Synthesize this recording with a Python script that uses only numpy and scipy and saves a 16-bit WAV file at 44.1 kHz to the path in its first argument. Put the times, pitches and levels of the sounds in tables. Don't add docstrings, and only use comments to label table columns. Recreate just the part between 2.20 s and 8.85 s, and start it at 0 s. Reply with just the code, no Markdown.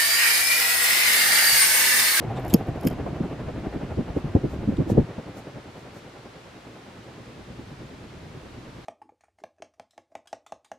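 import sys
import numpy as np
from scipy import signal
from scipy.fft import rfft, irfft, next_fast_len
from scipy.io import wavfile
from scipy.ndimage import map_coordinates

SR = 44100
rng = np.random.default_rng(int(sys.argv[2]) if len(sys.argv) > 2 else 0)


def dump(signal):
    limited = np.clip(np.atleast_2d(signal).T, -1, 1)
    pcm = np.round(limited * 32767).astype(np.int16)
    wavfile.write(sys.argv[1], SR, pcm)


N = 293265


def amp(db):
    return 10 ** (np.asarray(db) / 20)


def unit_rms(x):
    return x / np.sqrt(np.mean(x ** 2) + 1e-20)


def unit_peak(x):
    return x / np.abs(x).max()


def along(points, hz):
    freqs, values = np.transpose(points)
    return np.interp(np.log(hz + 1), np.log(freqs + 1), values)


def clock():
    return np.arange(N) / SR


def curve(rows, column=1):
    columns = np.transpose(rows)
    return np.interp(clock(), columns[0], columns[column])


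def wobble(rate):
    knots = rng.standard_normal(int(N * rate / SR) + 4)
    return map_coordinates(knots, [np.arange(N) * rate / SR])


def filtered(x, response):
    size = x.shape[-1]
    padded = next_fast_len(size + 8192)
    return irfft(rfft(x, padded) * response(np.fft.rfftfreq(padded, 1 / SR)), padded)[..., :size]


def noise(spectrum, coherence, size=N):
    def mid_side_gains(hz):
        width = np.arccos(np.clip(along(coherence, hz), -1, 1)) / 2
        return amp(along(spectrum, hz)) * [np.cos(width), np.sin(width)]
    mid, side = filtered(rng.standard_normal((2, size)), mid_side_gains)
    return unit_rms(np.array([mid + side, mid - side]))


def add(track, start, sound):
    part = track[..., max(round(start * SR), 0):][..., :sound.shape[-1]]
    part += sound[..., :part.shape[-1]]


def rubbing(strokes, spectrum, coherence, grain_db):
    swell = sum(amp(db) * np.exp(-.5 * ((clock() - s) / width) ** 2) for s, db, width in strokes)
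    return swell * unit_rms(noise(spectrum, coherence) * amp(grain_db * wobble(280)))


# frequency in Hz, relative level in dB.
AIR_COLOUR = [(20, -23), (45, -14), (62, -9), (130, -19), (260, 4), (420, -1.5), (900, 4), (2000, 0.5),
              (4000, -4.5), (6000, -10.5), (9000, -17), (12000, -22.5), (15500, -30)]
# frequency in Hz, left-right coherence.
WIDE_IMAGE = [(120, .99), (250, 1), (500, -1.06), (950, -0.039), (1900, 0.22), (3800, 0.44), (7500, 0.16),
              (15000, -0.34)]

def room_tone(level_db=-51):
    return amp(level_db) * noise(AIR_COLOUR, WIDE_IMAGE)


def room_reverb(x, t60=0.14, wet_db=-21):
    t = np.arange(SR // 3) / SR
    tail = rng.standard_normal((2, len(t))) * amp(-60 * t / t60) * (t > .004)
    return amp(wet_db) * signal.fftconvolve(x, tail / np.linalg.norm(tail[0]), axes=1)[:, :N]


# centre in seconds, level in dB, half length in seconds.
SLEEVE_STROKES = [(1.98, -62, .02), (2.32, -60, 0.024), (2.708, -47.5, 0.014), (3.183, -55.5, 0.019),
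                  (3.59, -64, 0.034), (3.772, -59, 0.025)]
# frequency in Hz, relative level in dB.
CLOTH_COLOUR = [(1200, -14), (2500, 1), (4500, -4.5), (6000, 1), (9000, -5), (13000, -4.5), (16000, -18)]

def sleeve():
    return rubbing(SLEEVE_STROKES, CLOTH_COLOUR, WIDE_IMAGE, grain_db=-1.0)


# time in seconds, distance in metres.
MIC_DISTANCE = [(0, 0.3), (.2, .21), (.45, .28), (2.7, 0.29), (3.15, 0.37), (3.9, 0.54), (6.65, 0.56)]

def motor(mains_hz=60, mains_db=-9, waver_db=2, fast_db=-48.5, slow_db=-63.5, switch_s=0.36):
    phase = 2 * np.pi * mains_hz * clock()
    low = amp(mains_db) * unit_rms(np.sin(phase + 1.4 * wobble(2.34)))
    high = unit_rms(np.sin(2 * phase + 2.5 * wobble(8.3)) * amp(waver_db * wobble(4.9)))
    setting_db = curve([(switch_s, fast_db), (switch_s + 0.027, slow_db)])
    return amp(setting_db) / curve(MIC_DISTANCE) * (low + high)


FAST_PASS_HZ, SLOW_PASS_HZ = 13.78, 8.71

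def blades_passed(t, coast_s=2.9, start_phase=.485):
    coasting = (FAST_PASS_HZ - SLOW_PASS_HZ) * coast_s * (1 - np.exp(-t / coast_s))
    return start_phase + SLOW_PASS_HZ * t + coasting


def blade_pulse(lag_s, crest=0.082):
    angle = 2 * np.pi * blades_passed(clock() - lag_s)
    return np.cos(angle) + crest * np.cos(2 * angle)


# frequency in Hz, relative level in dB.
SWISH_COLOUR = [(80, -14.5), (200, 4.5), (420, 4.5), (600, 1.5), (800, -2), (1050, -11.5), (1600, -21.5),
                (4000, -51)]
EDGE_COLOUR = [(300, -44), (560, -12), (760, 4.5), (900, -7), (1150, -16), (2200, -51)]
WASH_COLOUR = [(500, -30), (1000, -10), (1600, -13), (2700, -20), (4500, -36.5), (10000, -55)]
# time in seconds, swing in dB.
SWISH_DEPTH = [(0, 3.5), (.45, 4.8), (1.1, 4.2), (1.7, 5), (2.2, 3.2), (2.9, 4), (3.5, 5), (4.3, 3.2),
               (6.65, 2.4)]
# frequency in Hz, left-right coherence.
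CLOSE_IMAGE = [(100, 1), (250, 1), (500, 0.98), (1000, 1), (3000, 0.89), (10000, 0.21)]

def blades(level_db=-50, speed_power=1.62, body_db=0.64, edge_db=-2.5, wash_db=-9.0, uneven_db=0.83):
    passed = blades_passed(clock())
    speed = np.gradient(passed) * SR / FAST_PASS_HZ
    read_at = passed / FAST_PASS_HZ * SR
    edge = np.array([map_coordinates(side, [read_at]) for side in noise(EDGE_COLOUR, CLOSE_IMAGE)])
    swish = amp(body_db) * noise(SWISH_COLOUR, CLOSE_IMAGE) + amp(edge_db) * speed ** 4 * edge
    swell = amp(curve(SWISH_DEPTH) * blade_pulse(lag_s=0.00036) + uneven_db * wobble(11))
    wash = amp(wash_db) * swell ** 0.49 * noise(WASH_COLOUR, CLOSE_IMAGE)
    return amp(level_db) * speed ** speed_power / curve(MIC_DISTANCE) * (swell * swish + wash)


# time in seconds, buffet fader in dB, rumble fader in dB.
DRAUGHT_FADERS = [(0, -33, -50), (.45, -40, -44.5), (.8, -34, -45), (1.4, -39.5, -46), (2.35, -36, -42),
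                  (2.7, -34, -41), (2.8, -33, -35), (2.87, -47, -67), (3.3, -49, -68), (4.4, -53, -88),
                  (5.4, -45, -56), (6.65, -47, -55.5)]
# frequency in Hz, relative level in dB.
BUFFET_COLOUR = [(30, -21), (60, -6.5), (125, 1), (220, -5), (350, -6), (550, -23.5), (900, -37),
                 (2000, -61)]
RUMBLE_COLOUR = [(12, -14), (30, -4), (62, 6), (90, 2), (160, 0), (400, -70)]
# frequency in Hz, left-right coherence.
PORT_IMAGE = [(70, 0.98), (130, 1), (250, 0.87), (500, 0.47), (1000, 0.059)]

def draught(buffet_db=1.26, rumble_db=5.0, depth_db=3.0, lumpy_db=1.9):
    puffs = unit_rms(amp(depth_db * blade_pulse(lag_s=0.0051) + lumpy_db * wobble(35)))
    buffet = amp(curve(DRAUGHT_FADERS) + buffet_db) * noise(BUFFET_COLOUR, PORT_IMAGE)
    rumble = amp(curve(DRAUGHT_FADERS, column=2) + rumble_db) * noise(RUMBLE_COLOUR, PORT_IMAGE)
    return puffs * buffet + unit_rms(np.sqrt(puffs)) * rumble


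# frequency in Hz, gain in dB.
PORT_EQ = [(550, 1), (1100, -3), (1600, -5.5), (4000, -14)]

def eddy(hz, rise_s):
    age = np.arange(SR // 8) / SR / rise_s
    envelope = (age * np.exp(1 - age)) ** 2
    colour = [(hz / 10, -26), (hz / 3, -8), (hz, 0), (hz * 1.38, -1),
              (hz * 2, -7), (hz * 3, -19), (hz * 6, -38), (hz * 30, -120)]
    pressure = noise(colour, PORT_IMAGE, size=len(age))
    return unit_peak(filtered(pressure, lambda f: amp(along(PORT_EQ, f))) * envelope)


# start in seconds, relative level in dB, centre in Hz, rise in seconds.
GUST_HITS = [(0.037, -33, 146, 0.0098), (0.485, -19, 146, 0.0073), (0.512, -25, 196, 0.0047),
             (0.64, -12, 227, 0.018), (0.861, -18.5, 570, 0.0053), (.926, -17.5, 158, 0.005),
             (1.001, -13, 194, 0.007), (1.282, -23, 580, 0.0067), (1.466, -16.5, 193, 0.0057),
             (1.553, -17.5, 165, 0.0097), (1.61, -29, 600, 0.0077), (1.707, -31, 533, 0.011),
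             (1.768, -14, 176, 0.016), (1.806, -19, 140, 0.0043), (1.877, -30, 520, 0.01),
             (1.961, -11.5, 224, 0.0084), (2.04, -18, 151, 0.0086), (2.146, -3.5, 195, 0.012),
             (2.151, -14, 340, 0.0097), (2.232, -11, 203, 0.013), (2.387, -23.5, 159, 0.006),
             (2.418, -23, 140, 0.0056), (2.472, -9.5, 143, 0.015), (2.518, -19.5, 190, 0.011),
             (2.58, -10.5, 140, 0.011), (2.597, -9, 204, 0.011), (2.658, -19, 200, 0.016),
             (2.699, -10, 358, 0.0032), (2.714, -8.5, 179, 0.0073), (2.744, -18, 179, 0.012),
             (2.77, -5, 345, 0.0087), (2.774, -6, 139, 0.013), (2.812, -15, 174, 0.0053),
             (2.83, -24, 108, 0.0085), (2.98, -21.5, 206, 0.0062), (3.062, -35, 180, 0.0069),
             (3.164, -39, 300, 0.0067), (3.345, -30, 147, 0.015), (3.763, -34.5, 215, 0.0058),
             (5.29, -32, 150, 0.013), (5.388, -29.5, 181, 0.012), (5.602, -33, 170, 0.01)]

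def gusts(trim_db=-1, chance=.5, eddy_db=4.5, spread_db=3, eddy_hz=136, rise_s=0.0076, stray_s=.025):
    out = np.zeros((2, N))
    for start, db, hz, rise in GUST_HITS:
        add(out, start, amp(db + trim_db) * eddy(hz, rise))
    draught_db, passed = curve(DRAUGHT_FADERS), blades_passed(clock())
    wakes = np.searchsorted(passed, np.arange(1, int(passed[-1])))
    for at, (luck, when, size, pitch) in zip(wakes, rng.uniform(-0.99, 1, (len(wakes), 4))):
        if abs(luck) < chance:
            db = draught_db[at] + eddy_db + spread_db * size
            start = at / SR + stray_s * when - rise_s
            add(out, start, amp(db) * eddy(eddy_hz * 2 ** (pitch / 2), rise_s))
    return out


# start in seconds, level in dB, pitch in Hz.
BODY_THUDS = [(0.333, -12, 172), (0.344, -1.5, 236), (0.6654, -10.5, 194)]
# frequency in Hz, relative level in dB.
SHAKE_COLOUR = [(30, -29), (70, 1), (150, 7), (260, -1.5), (420, 1.5), (600, -8), (900, -23), (2000, -41),
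                (6000, -86)]

def fan_body(rise_s=0.002, shake_db=-7, shake_rise_s=0.0065, lead_s=0.0045):
    out, t = np.zeros((2, N)), np.arange(SR // 8) / SR
    swell = lambda rise: t / rise * np.exp(1 - t / rise)
    for start, db, hz in BODY_THUDS:
        add(out, start, amp(db) * swell(rise_s) * np.sin(2 * np.pi * hz * t))
        shake = noise(SHAKE_COLOUR, PORT_IMAGE, size=len(t)) * swell(shake_rise_s)
        add(out, start - lead_s, amp(db + shake_db) * unit_peak(shake))
    return out


# frequency in Hz, relative level in dB, free t60 in seconds.
HOUSING_MODES = [(2720, -9, .1), (3150, -2, .24), (4610, -4, .05), (4890, -5, .05), (5300, 3.5, .09),
                 (6320, -12, .05), (6620, -10, .05), (6900, -7, .05), (7450, -6, .08), (9240, -11, .05),
                 (10800, -3, .04), (11420, 0, .04), (12780, 1, .06), (13450, -2, .06), (14670, -7, .05)]

def housing_ring(t, linger, spread_db=2.0, settle_s=0.0051):
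    ring = np.zeros(len(t))
    for hz, db, t60 in HOUSING_MODES:
        decay = amp(db + spread_db * rng.standard_normal() - 60 * t / t60)
        ring += decay * np.sin(2 * np.pi * (hz * t + rng.random()))
    return unit_peak(ring * (linger + np.exp(-t / settle_s)))


# frequency in Hz, relative level in dB.
METAL_COLOUR = [(1000, -26), (2500, -20), (3900, -17.5), (4700, -2.5), (5400, 5), (6100, -3), (7300, 2),
                (8300, -9), (9500, 1.5), (12000, 8.5), (14000, 3.5), (16000, -14)]

def metal_click(t, t60):
    envelope = amp(-60 * t / t60) * (1 - np.exp(-t / 0.0001))
    return unit_peak(noise(METAL_COLOUR, [(1000, 0.94)], size=len(t)) * envelope)


# centre in seconds, level in dB, half length in seconds.
CHAIN_SLIDES = [(.174, -49, 0.01), (.306, -44.5, 0.004), (.322, -51.5, 0.017), (2.571, -48.5, 0.0021)]
CHAIN_JINGLES = [(.24, -69, .06), (.303, -57, .016), (.45, -72, .06), (.643, -58, 0.029), (.7, -58, 0.025)]
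# frequency in Hz, relative level in dB.
SCRAPE_COLOUR = [(900, -18), (1800, -3), (2700, 1), (3300, 0), (3650, 9), (4000, -2), (6300, -12),
                 (7200, -9), (7600, 4), (8100, -11), (15000, -25)]

def chain_links():
    scrape = rubbing(CHAIN_SLIDES, SCRAPE_COLOUR, CLOSE_IMAGE, grain_db=0)
    return scrape + rubbing(CHAIN_JINGLES, METAL_COLOUR, CLOSE_IMAGE, grain_db=7)


# start in seconds, peak level in dB.
CHAIN_TAPS = [(.6325, -45), (.69, -43), (.7115, -41), (.729, -48)]
# frequency in Hz, gain in dB.
TAP_EQ = [(3200, 0), (5300, -11), (7500, -13), (14000, -22)]

def chain_taps():
    out, t = np.zeros(N), np.arange(SR // 5) / SR
    for start, db in CHAIN_TAPS:
        ring = filtered(housing_ring(t, linger=.6), lambda hz: amp(along(TAP_EQ, hz)))
        add(out, start, amp(db) * unit_peak(ring))
    return out


# start in seconds, relative level in dB.
BEAD_TICKS = [(.197, -46), (.25, -37), (.2665, -42), (.281, -34), (.2905, -41), (.2988, -33), (.3122, -38),
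              (.386, -45), (.47, -51), (.485, -51), (.56, -56), (.611, -36), (.634, -35), (.6515, -36),
              (.6676, -28), (.6838, -28), (.7015, -39)]

def chain_beads(trim_db=-1, ring_db=-17, slack_span_s=(.4, 0.51), slack_db=-55):
    out, t = np.zeros((2, N)), np.arange(SR // 5) / SR
    strays = [(start, slack_db) for start in rng.uniform(*slack_span_s, size=4)]
    for start, db in list(BEAD_TICKS) + strays:
        tick = metal_click(t, t60=0.011) + amp(ring_db) * housing_ring(t, linger=.1)
        add(out, start, amp(db + trim_db) * tick)
    return out


# start in seconds,
# click level in dB, ring level against the click in dB, weight of the lingering ring.
SWITCH_SNAPS = [(0.3314, -32, -15, .03), (0.3388, -8, -6, .015), (0.3386, -12, -8.5, .015),
                (0.343, -14.5, -2, .025), (0.6717, -22.5, -2, 0.1), (0.675, -28, 0.5, .06)]
# start in seconds, peak level in dB.
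NOTCH_CLACKS = [(0.3391, -26.5), (.672, -24.5)]
# frequency in Hz, relative level in dB.
CLACK_COLOUR = [(800, -17), (1400, 1), (2000, -3.5), (2700, 5.5), (3200, -1.5), (3900, -24), (5200, -5),
                (6200, -30.5), (15000, -43)]

def switch(clack_t60=0.034):
    out, t = np.zeros((2, N)), np.arange(SR // 5) / SR
    for start, db, ring_db, linger in SWITCH_SNAPS:
        snap = metal_click(t, t60=0.0078) + amp(ring_db) * housing_ring(t, linger)
        add(out, start, amp(db) * snap)
    for start, db in NOTCH_CLACKS:
        clack = noise(CLACK_COLOUR, CLOSE_IMAGE, size=len(t)) * amp(-60 * t / clack_t60)
        add(out, start, amp(db) * unit_peak(clack))
    return out


def scene():
    pull_chain = chain_beads() + switch() + chain_links() + chain_taps()
    fan = blades() + draught() + gusts() + motor() + fan_body()
    return fan + pull_chain + room_reverb(pull_chain) + sleeve() + room_tone()


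def record(dry, ceiling=.97, top_hz=15500):
    rounded = dry / (1 + np.abs(dry / ceiling) ** 8) ** (1 / 8)
    return filtered(rounded, lambda hz: 1 / np.sqrt(1 + (hz / top_hz) ** 160))


dry = scene()
out = record(dry)
dump(out)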